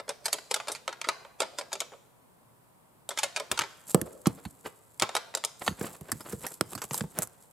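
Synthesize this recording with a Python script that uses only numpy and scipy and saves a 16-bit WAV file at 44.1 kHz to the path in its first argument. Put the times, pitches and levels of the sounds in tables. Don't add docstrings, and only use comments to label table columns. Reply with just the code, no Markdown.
import sys
import numpy as np
from scipy import signal
from scipy.fft import rfft, irfft
from scipy.io import wavfile
from scipy.ndimage import uniform_filter1d

SR = 44100
rng = np.random.default_rng(int(sys.argv[2]) if len(sys.argv) > 2 else 0)


def store_pcm(level_fs):
    pcm = np.round(np.clip(level_fs, -1, 1) * 32767).astype(np.int16)
    wavfile.write(sys.argv[1], SR, np.atleast_2d(pcm).T)


N = 331616

# t/s, level at 2.5 kHz/dB, tick over clack/dB, knock over level/dB, skid/s, rebound lag/s
TINE_CLASHES = [(0.0, -47.5, -10.5, 4.5, 0.0023, 0.00008), (0.08, -52, -7, 8, .004, 0.00041),
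                (.092, -40, 4, 3, 0.0018, 0.011), (0.2568, -35, 7, -4, 0.0029, 0.025),
                (0.3297, -35, 11, -4.5, .0012, 0.01), (0.385, -48.5, -6.5, -0.5, .002, 0.004),
                (0.5123, -36, 3.5, 3, .0017, 0.00034), (0.5422, -32.5, 4.5, -8.5, .0016, 0.019),
                (0.601, -42, -12, -1, 0.002, 0), (0.6728, -49, -6.5, 2.5, 0.0011, 0.000063),
                (0.6828, -38.5, -1, 1.5, 0.005, 0.016), (0.718, -45.5, 13, -3, 0.0045, 0),
                (0.75, -44.5, -1.5, -10, 0.0052, 0), (0.8785, -36, -9, 0, .0003, 0.00089),
                (.891, -47, -10, 1.5, 0.0027, 0.00011), (.9275, -46, -8.5, -4.5, .0025, 0.0018),
                (1.0151, -40, -1.5, -8, .001, 0.0015), (1.043, -40.5, -14.5, -10, 0.0056, 0),
                (1.0717, -53.5, -6.5, 10, 0.002, 0.00039), (1.088, -29, -7, -3, .0017, 0.00034),
                (1.2494, -56, -15, 6.5, 0.001, 0.0028), (1.4039, -33, 1.5, 0.5, 0.0019, 0),
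                (1.4187, -36.5, -4, 4.5, 0.0027, 0.011), (1.5864, -38.5, 1, 0.5, 0.0032, 0.025),
                (1.719, -50.5, -10, 5.5, .003, 0), (1.7298, -39.5, 6.5, -1, 0.0031, .024),
                (1.804, -37.5, 6, -9, 0.0021, 0.013), (1.92, -61, -14, 11, 0.0067, 0),
                (1.9357, -60, -17, 10.5, 0.0023, 0), (3.0908, -45, 12, 4, .0003, 0.00063),
                (3.107, -42.5, -5.5, -0.5, 0.0065, 0.00061), (3.175, -38, -3, -7, 0.0022, 0.0017),
                (3.1875, -34.5, 2.5, -4, 0.0038, 0.000067), (3.2327, -32.5, 4.5, -1, 0.0043, 0.01),
                (3.3627, -34, -2.5, -8.5, 0.0035, .011), (3.399, -40, -3.5, 3.5, 0.0016, 0.0014),
                (3.5154, -32.5, 2.5, -14.5, 0.00056, 0.00084), (3.576, -38.5, -3.5, -3.5, .002, 0.00023),
                (3.5911, -30, -1.5, -7, 0.00049, 0.019), (3.6181, -37, -4.5, -7, 0.00086, 0.019),
                (4.998, -39.5, 8, -9, .0006, 0), (5.0135, -42.5, -8, -6, .0015, 0),
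                (5.0219, -28.5, -2.5, -1.5, 0.00013, 0.0095), (5.092, -43.5, -6.5, 4, .001, 0.0017),
                (5.152, -33.5, -1.5, 2.5, 0.0017, 0.0023), (5.1657, -32, -4.5, -2, 0.0023, 0),
                (5.3405, -48.5, -12, 2, .001, 0.0014), (5.3503, -37.5, 10.5, -2, 0.00039, .022),
                (5.439, -38.5, -3.5, -3, 0.0011, 0.000084), (5.4486, -39.5, 14, -3.5, 0.000386, 0.0014)]
# t/s, crunch level/dB, brightness/dB, crunch/s, thud at 200 Hz/dB,
# hollow at 400 Hz over thud/dB, bounce over thud/dB
GROUND_BLOWS = [(3.9462, -41, 10.5, .0002, -20.5, -1, -22), (4.015, -52.5, 12, .0007, -37, -2.5, -16),
                (4.2582, -41.5, -7, 0.0042, -20.5, -5.5, -26), (4.4525, -53, -3.5, .002, -39, -18, -29),
                (5.6786, -34.5, -11, 0.0011, -35.5, -7, -4), (5.8102, -58, -7, 0.00074, -36.5, 1, -8),
                (6.011, -69.5, 11.5, 0.00088, -45, -8.5, -24), (6.118, -43.5, 9, 0.0013, -39.5, -9, -7.5),
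                (6.3249, -57.5, 8, 0.0022, -37, -1, -17), (6.6104, -37.5, 2.5, 0.000544, -36, 1, -20),
                (6.752, -51, 5, 0.0017, -45.5, -6, -16), (6.91, -48.5, -1, 0.0013, -40, -17, -23),
                (7.0084, -47.5, -0.5, 0.0011, -33, -9.5, -5),
                (7.1882, -49.5, 14, 0.00013, -37.5, -6.5, -15)]
# t/s, level at 200 Hz/dB
HAND_JOLTS = [(3.5151, -46), (3.592, -49), (5.0213, -40)]
# t/s, crunch level/dB, brightness/dB, crunch/s
TWIG_SNAPS = [(4.2706, -46.5, 9, 0.0011), (5.665, -45, 3, 0.0082), (5.8666, -55, 0, .002),
              (6.2073, -57, 3, 0.0029), (6.4662, -49, 7.5, 0.0025), (6.7333, -56.5, 6, 0.00066),
              (6.7781, -53.5, 1, 0.0032), (6.934, -55, 14, 0.00093), (7.2324, -58, 16.5, .0007),
              (6.8185, -47.5, 4.5, 0.003), (6.944, -45, 4.5, 0.001), (7.2216, -50, 15, 0.003),
              (7.2738, -69.5, 15, 0.00058)]
# middle t/s, length/s, swish level/dB, drag over swish/dB
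RAKE_STROKES = [(3.907, 0.036, -41.5, -11.5), (4.665, 0.024, -52, 8), (5.642, 0.054, -45.5, -10),
                (5.848, 0.075, -47.5, -1), (5.945, 0.041, -55.5, 0.5), (6.16, .13, -62, 4),
                (6.3, 0.065, -54.5, 4), (6.437, 0.05, -52.5, 1.5), (6.519, 0.042, -49, -10),
                (6.726, 0.055, -52, -3), (6.845, 0.016, -43, -1.5), (6.964, 0.061, -39.5, -8),
                (7.111, 0.023, -65, -1), (7.194, 0.048, -48.5, 7), (7.429, 0.032, -62, -4)]
# t/s, level/dB
SLEEVE_LEVELS = [(3.3, -75), (3.8, -64.5), (4.9, -67.5), (5.5, -76), (6.4, -58), (7.3, -73.5), (7.52, -66)]
# f/Hz, level/dB
ANTLER_MODES = [(420, -7), (560, -2), (650, -2), (810, -4.5), (920, 1.5), (1090, -4), (1300, 2.5),
                (1430, -4), (1760, -13.5), (2100, -6), (2250, 1.5), (2690, -8.5), (3220, 6.5), (3700, 7.5),
                (4350, 3), (4700, 1.5), (5140, 4), (5600, -6.5), (6400, 0.5), (7100, 7.5), (7600, 10),
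                (8400, 5), (9500, -1)]
SOIL_MODES = [(95, -10), (135, -3), (175, 3), (225, 4), (365, 4), (430, 0.5)]
TWIG_MODES = [(700, -3.5), (1000, -6), (1400, 4), (2000, -1), (4200, 5), (7600, 16.5), (8800, -39.5)]
# f/Hz, level/dB
CLASH_COLOUR = [(60, -41.5), (130, -25.5), (250, -11), (450, -1.5), (8000, 9.5), (11000, 7),
                (13500, -1.5), (16000, -14.5)]
GLANCE_COLOUR = [(9000, 2), (13500, -4), (16000, -24.5)]
THUD_COLOUR = [(25, -53.5), (60, -6), (110, 2), (280, 0), (400, 4), (540, -3.5), (750, -7),
               (1500, -19.5), (4000, -33)]
SPRING_COLOUR = [(150, -19.5), (400, -8), (900, -10.5)]
TWIG_COLOUR = [(100, -37.5), (350, -4.5), (650, -3.5), (9000, 10.5), (12500, 8), (16000, -15)]
CRACKLE_COLOUR = [(300, -18.5), (1200, -6), (9000, 11.5), (16000, -9.5)]
BUMP_COLOUR = [(40, -10), (90, -6.5), (180, 4), (400, -21), (800, -26.5)]
SWISH_COLOUR = [(2350, -25.5), (4000, -16.5), (5970, -16), (7620, -2), (8650, -5), (9830, -8.5),
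                (11800, -6), (14200, -19), (16000, -32.5)]
SCRAPE_COLOUR = [(150, -4.5), (400, 4.5), (1300, -2), (2500, -10), (5000, -17), (8000, -43.5)]
AIR_COLOUR = [(15, -58.5), (25, -13), (95, -9), (111, -0.5), (273, -8), (296, -9.5), (831, -10),
              (979, -7.5), (1150, -13), (1730, -20.5), (2530, -24), (6210, -31.5), (8140, -22),
              (15200, -25.5), (16500, -52)]
# f/Hz, left-right likeness
AIR_LIKENESS = [(100, .35), (300, 0.12), (800, 0.085), (1300, 0.39), (2500, .25), (8000, 0.12)]
# f/Hz, level/dB, t60/s
NEAR_ECHO = [(120, -22, 0.13), (467, -10, 0.11), (1300, -13, 0.21), (4500, -15, 0.28), (9000, -21, 0.35),
             (15070, -19, 0.13)]
FAR_ECHO = [(120, -42, .5), (251, -23.5, 0.45), (450.6, -13.5, 1), (750, -16, 1), (1300, -17, 0.79),
            (2800, -19.5, 0.84), (5000, -17, 0.54), (9000, -25.5, 1), (15000, -24.5, 0.28)]
# f/Hz, side over mid/dB
MIC_WIDTH = [(100, -19.5), (1000, -12.5), (4000, -11.5), (8000, -8.5), (14000, -4)]

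FIRM_DB = -36
LEAD_S = .03


def contacts():
    for s, db, bright, hollow, skid, rebound in TINE_CLASHES:
        yield s, db, bright, db + hollow, skid
        if rebound > .004:
            yield s + rebound, db - 7.5, bright - 8, -42 + .3 * (db - FIRM_DB), .0029


def antlers():
    out = np.zeros((2, N))
    for s, db, bright, knock, skid in contacts():
        crack = 1.5 + .55 * bright
        clack = db - crack / 2
        glancing = np.clip(skid / .0023, .01, 1)
        x = blow(ANTLER_MODES, t60=.053, hz_fall=.73, skid=skid * 2.1, catches_per_s=3000,
                 catch_size=.35, spot_db=3.5, click_db=0, blur_db=2, blur_t60=.034, detune=.038,
                 graze=.007 * glancing, graze_db=-16.5)
        x = causal(x, read(CLASH_COLOUR, bins(x)) + glancing * read(GLANCE_COLOUR, bins(x)))
        x = weigh(x, [300, 1000, 2500, 6000, 16000], [knock, clack, clack + crack, clack + bright])
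        add(out, s - LEAD_S, microphone(x, left_db=-.3, scatter_s=.001))
    return amp(2.5) * out


def thuds():
    for s, _, _, crunch, db, hollow, bounce in GROUND_BLOWS:
        landing = s + .00018 + 2.6 * crunch
        yield landing, db, hollow
        yield landing + .028, db + bounce, -9
    for s, db in HAND_JOLTS:
        yield s, db, 5.5


def ground():
    out = np.zeros((2, N))
    for s, db, hollow in thuds():
        sink_s = .0041 * amp(-1.1 * (db - FIRM_DB))
        deep = -5.5 - .36 * (db - FIRM_DB)
        x = blow(SOIL_MODES, t60=.019, hz_fall=.47, skid=sink_s, catches_per_s=1200,
                 catch_size=.43, spot_db=-1.5, click_db=11.5, blur_db=15, blur_t60=.022, detune=.085,
                 graze=sink_s * .82, graze_db=-14)
        spring = np.roll(shaped(x, SPRING_COLOUR), round(.00636 * SR))
        x = causal(x + spring, read(THUD_COLOUR, bins(x)))
        x = weigh(x, [50, 140, 280, 600], [db + deep, db, db + hollow])
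        add(out, s - LEAD_S, microphone(x, left_db=-3, scatter_s=.002))
    return amp(3.5) * out


def twigs():
    out = np.zeros((2, N))
    for s, db, bright, crunch, *_ in GROUND_BLOWS + TWIG_SNAPS:
        x = blow(TWIG_MODES, t60=.011, hz_fall=.29, skid=crunch * 3.47, catches_per_s=4700,
                 catch_size=.34, spot_db=10.5, click_db=2.5, blur_db=-4.5, blur_t60=.013, detune=.11,
                 graze=crunch * .65, graze_db=-22.5)
        x = causal(x, read(TWIG_COLOUR, bins(x)))
        x = weigh(x, [600, 2000, 6000, 16000], [db + 3.5, db, db + bright])
        add(out, s - LEAD_S, microphone(x, left_db=-1.3, scatter_s=.0008))
    return amp(6.5) * out


def blow(modes, t60, hz_fall, skid, catches_per_s, catch_size, spot_db, click_db, blur_db, blur_t60,
         detune, graze, graze_db, size=8192):
    t = np.arange(size) / SR
    hz, db = np.transpose(modes)[:, :, None]
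    spot, grip, polarity = rng.standard_normal((3, len(hz), 1))
    decay_db = 60 * t / t60 * (hz / 1000) ** hz_fall
    tones = np.sign(polarity) * np.sin(2 * np.pi * hz * (1 + detune * grip) * t)
    ring = (amp(db + spot_db * spot - decay_db) * tones).sum(0)
    blur = rng.standard_normal(size) * amp(-60 * t / blur_t60)
    ring = ring / np.linalg.norm(ring) + amp(blur_db) * blur / np.linalg.norm(blur)
    ring[0] += amp(click_db)
    gap = abs(t - LEAD_S)
    pressure = np.where(t < LEAD_S, amp(graze_db) * np.exp(-gap / graze), np.exp(-gap / max(skid, 1 / SR)))
    force = catch_size * pressure * rng.standard_normal(size) * (rng.random(size) < catches_per_s / SR)
    force[round(LEAD_S * SR)] = 1
    return signal.fftconvolve(force, ring)[:size]


def raking():
    t = np.arange(N) / SR
    swish = rustle(SWISH_COLOUR, grains_per_s=1200, spread_db=-1.5, wash=.24, clump_db=4, clump_s=.0053)
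    scrape = rustle(SCRAPE_COLOUR, grains_per_s=1100, spread_db=.5, wash=.94, clump_db=6.5, clump_s=.021)
    crackle = rustle(CRACKLE_COLOUR, grains_per_s=320, spread_db=-1, wash=0, clump_db=-.5, clump_s=.033)
    bumps = rustle(BUMP_COLOUR, grains_per_s=140, spread_db=2, wash=.095, clump_db=-.5, clump_s=.012)
    drag = amp(3.5) * scrape + amp(-3) * bumps
    out = amp(np.interp(t, *np.transpose(SLEEVE_LEVELS), left=-120)) * swish
    for s, length, db, drag_db in RAKE_STROKES + settling():
        speed = np.exp(-.5 * ((t - s) / (length / 2)) ** 2)
        out += amp(db) * speed * (swish + amp(-10) * crackle + amp(drag_db) * drag)
    return microphone(out, left_db=-1.1, scatter_s=.005)


def settling(lag_s=.11, length_s=.14):
    return [(s + lag_s, length_s, -75.5 + .5 * (db - FIRM_DB), 2.5)
            for s, _, _, _, db, *_ in GROUND_BLOWS]


def rustle(colour, grains_per_s, spread_db, wash, clump_db, clump_s):
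    sizes = amp(spread_db * np.minimum(rng.exponential(1, N), 4)) * rng.choice([-1, 1], N)
    grains = evened(sizes * (rng.random(N) < grains_per_s / SR)) + wash * rng.standard_normal(N)
    clumps = evened(uniform_filter1d(rng.standard_normal(N), int(clump_s * SR)))
    return evened(shaped(grains * amp(clump_db * clumps), colour))


def diffused(x, width_hz, size=32):
    drift = np.cumsum(rng.standard_normal(N)) * np.sqrt(2 * np.pi * width_hz / SR)
    return (signal.hilbert(x) * np.exp(1j * uniform_filter1d(drift, size=size))).real


def forest(x, bands, echoes_per_s, delay_s, alike):
    taps = rng.standard_normal((3, SR)) * (rng.random((3, SR)) < echoes_per_s / SR)
    taps = evened(np.sqrt(alike) * taps[0] + np.sqrt(1 - alike) * taps[1:])
    hz, t, spectra = signal.stft(taps, SR, nperseg=256)
    db, t60 = read(bands, hz)[:, None], read(bands, hz, column=2)[:, None]
    spectra *= amp(db - 60 * t / t60) * np.sqrt(2 * np.log(1000) / (t60 * SR))
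    tail = np.pad(signal.istft(spectra, SR, nperseg=256)[1], ((0, 0), (round(delay_s * SR), 0)))
    return signal.fftconvolve(x[None], tail, axes=1)[:, :N]


def air():
    left, own = rng.standard_normal((2, N))
    hz = bins(left)
    alike = read(AIR_LIKENESS, hz)
    earlier = np.exp(2j * np.pi * hz * .00016)
    right = irfft(alike * earlier * rfft(left) + np.sqrt(1 - alike ** 2) * rfft(own), N)
    return amp(-61.5) * evened(shaped(np.array([left, right]), AIR_COLOUR))


def microphone(x, left_db, scatter_s, size=1024):
    paths = rng.standard_normal(size) * np.exp(-np.arange(size) / SR / scatter_s)
    side = shaped(signal.oaconvolve(x, paths / np.linalg.norm(paths))[:len(x)], MIC_WIDTH)
    return np.array([(x + side) * amp(left_db / 2), (x - side) * amp(-left_db / 2)])


def amp(db):
    return 10 ** (np.asarray(db) / 20)


def evened(x):
    return x / np.sqrt(np.mean(x ** 2) + 1e-20)


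def read(points, hz, column=1):
    points = np.asarray(points, float)
    return np.interp(np.log(hz + 1), np.log(points[:, 0] + 1), points[:, column])


def add(mix, s, sound):
    start = round(s * SR)
    sound = sound[:, max(-start, 0):]
    part = mix[:, max(start, 0):][:, :sound.shape[1]]
    part += sound[:, :part.shape[1]]


def bins(x):
    return np.fft.rfftfreq(x.shape[-1], 1 / SR)


def shaped(x, points):
    return irfft(rfft(x) * amp(read(points, bins(x))), x.shape[-1])


def causal(x, db):
    log_gain = np.log(amp(np.r_[db, db[-2:0:-1]]))
    return irfft(rfft(x) * np.exp(np.conj(signal.hilbert(log_gain)))[:len(db)])


def weigh(x, edges_hz, levels_db):
    hz, centres = bins(x), np.sqrt(np.multiply(edges_hz[:-1], edges_hz[1:]))
    for _ in range(3):
        power = abs(rfft(x)) ** 2 * 2 / len(x) / (SR / 100)
        bands = np.array([power[(hz >= lo) & (hz < hi)].sum() for lo, hi in zip(edges_hz, edges_hz[1:])])
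        gain_db = levels_db - 10 * np.log10(bands + 1e-20)
        x = causal(x, read(np.c_[centres, gain_db], hz))
    return x


def scene():
    clash, snap, thud, brush = antlers(), twigs(), ground(), raking()
    sharp = (clash + amp(-10) * snap).mean(0)
    knocks = shaped(sharp, [(700, 0), (1400, -30)])
    radiated = diffused(sharp - knocks, width_hz=700) + diffused(knocks, width_hz=250, size=96)
    radiated += diffused(amp(-1.5) * thud.mean(0), width_hz=98, size=160) + amp(-1) * brush.mean(0)
    near = forest(radiated, NEAR_ECHO, echoes_per_s=1500, delay_s=.012, alike=.53)
    far = forest(radiated, FAR_ECHO, echoes_per_s=2300, delay_s=.04, alike=.52)
    return clash + snap + thud + brush + near + far + air()


def record(dry, low_cut_hz=45, top_hz=16600):
    dry = signal.sosfilt(signal.butter(2, low_cut_hz, "highpass", fs=SR, output="sos"), dry)
    return signal.oaconvolve(dry, signal.firwin(255, top_hz, window=("kaiser", 9), fs=SR)[None], "same")


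dry = scene()
out = record(dry)
store_pcm(out)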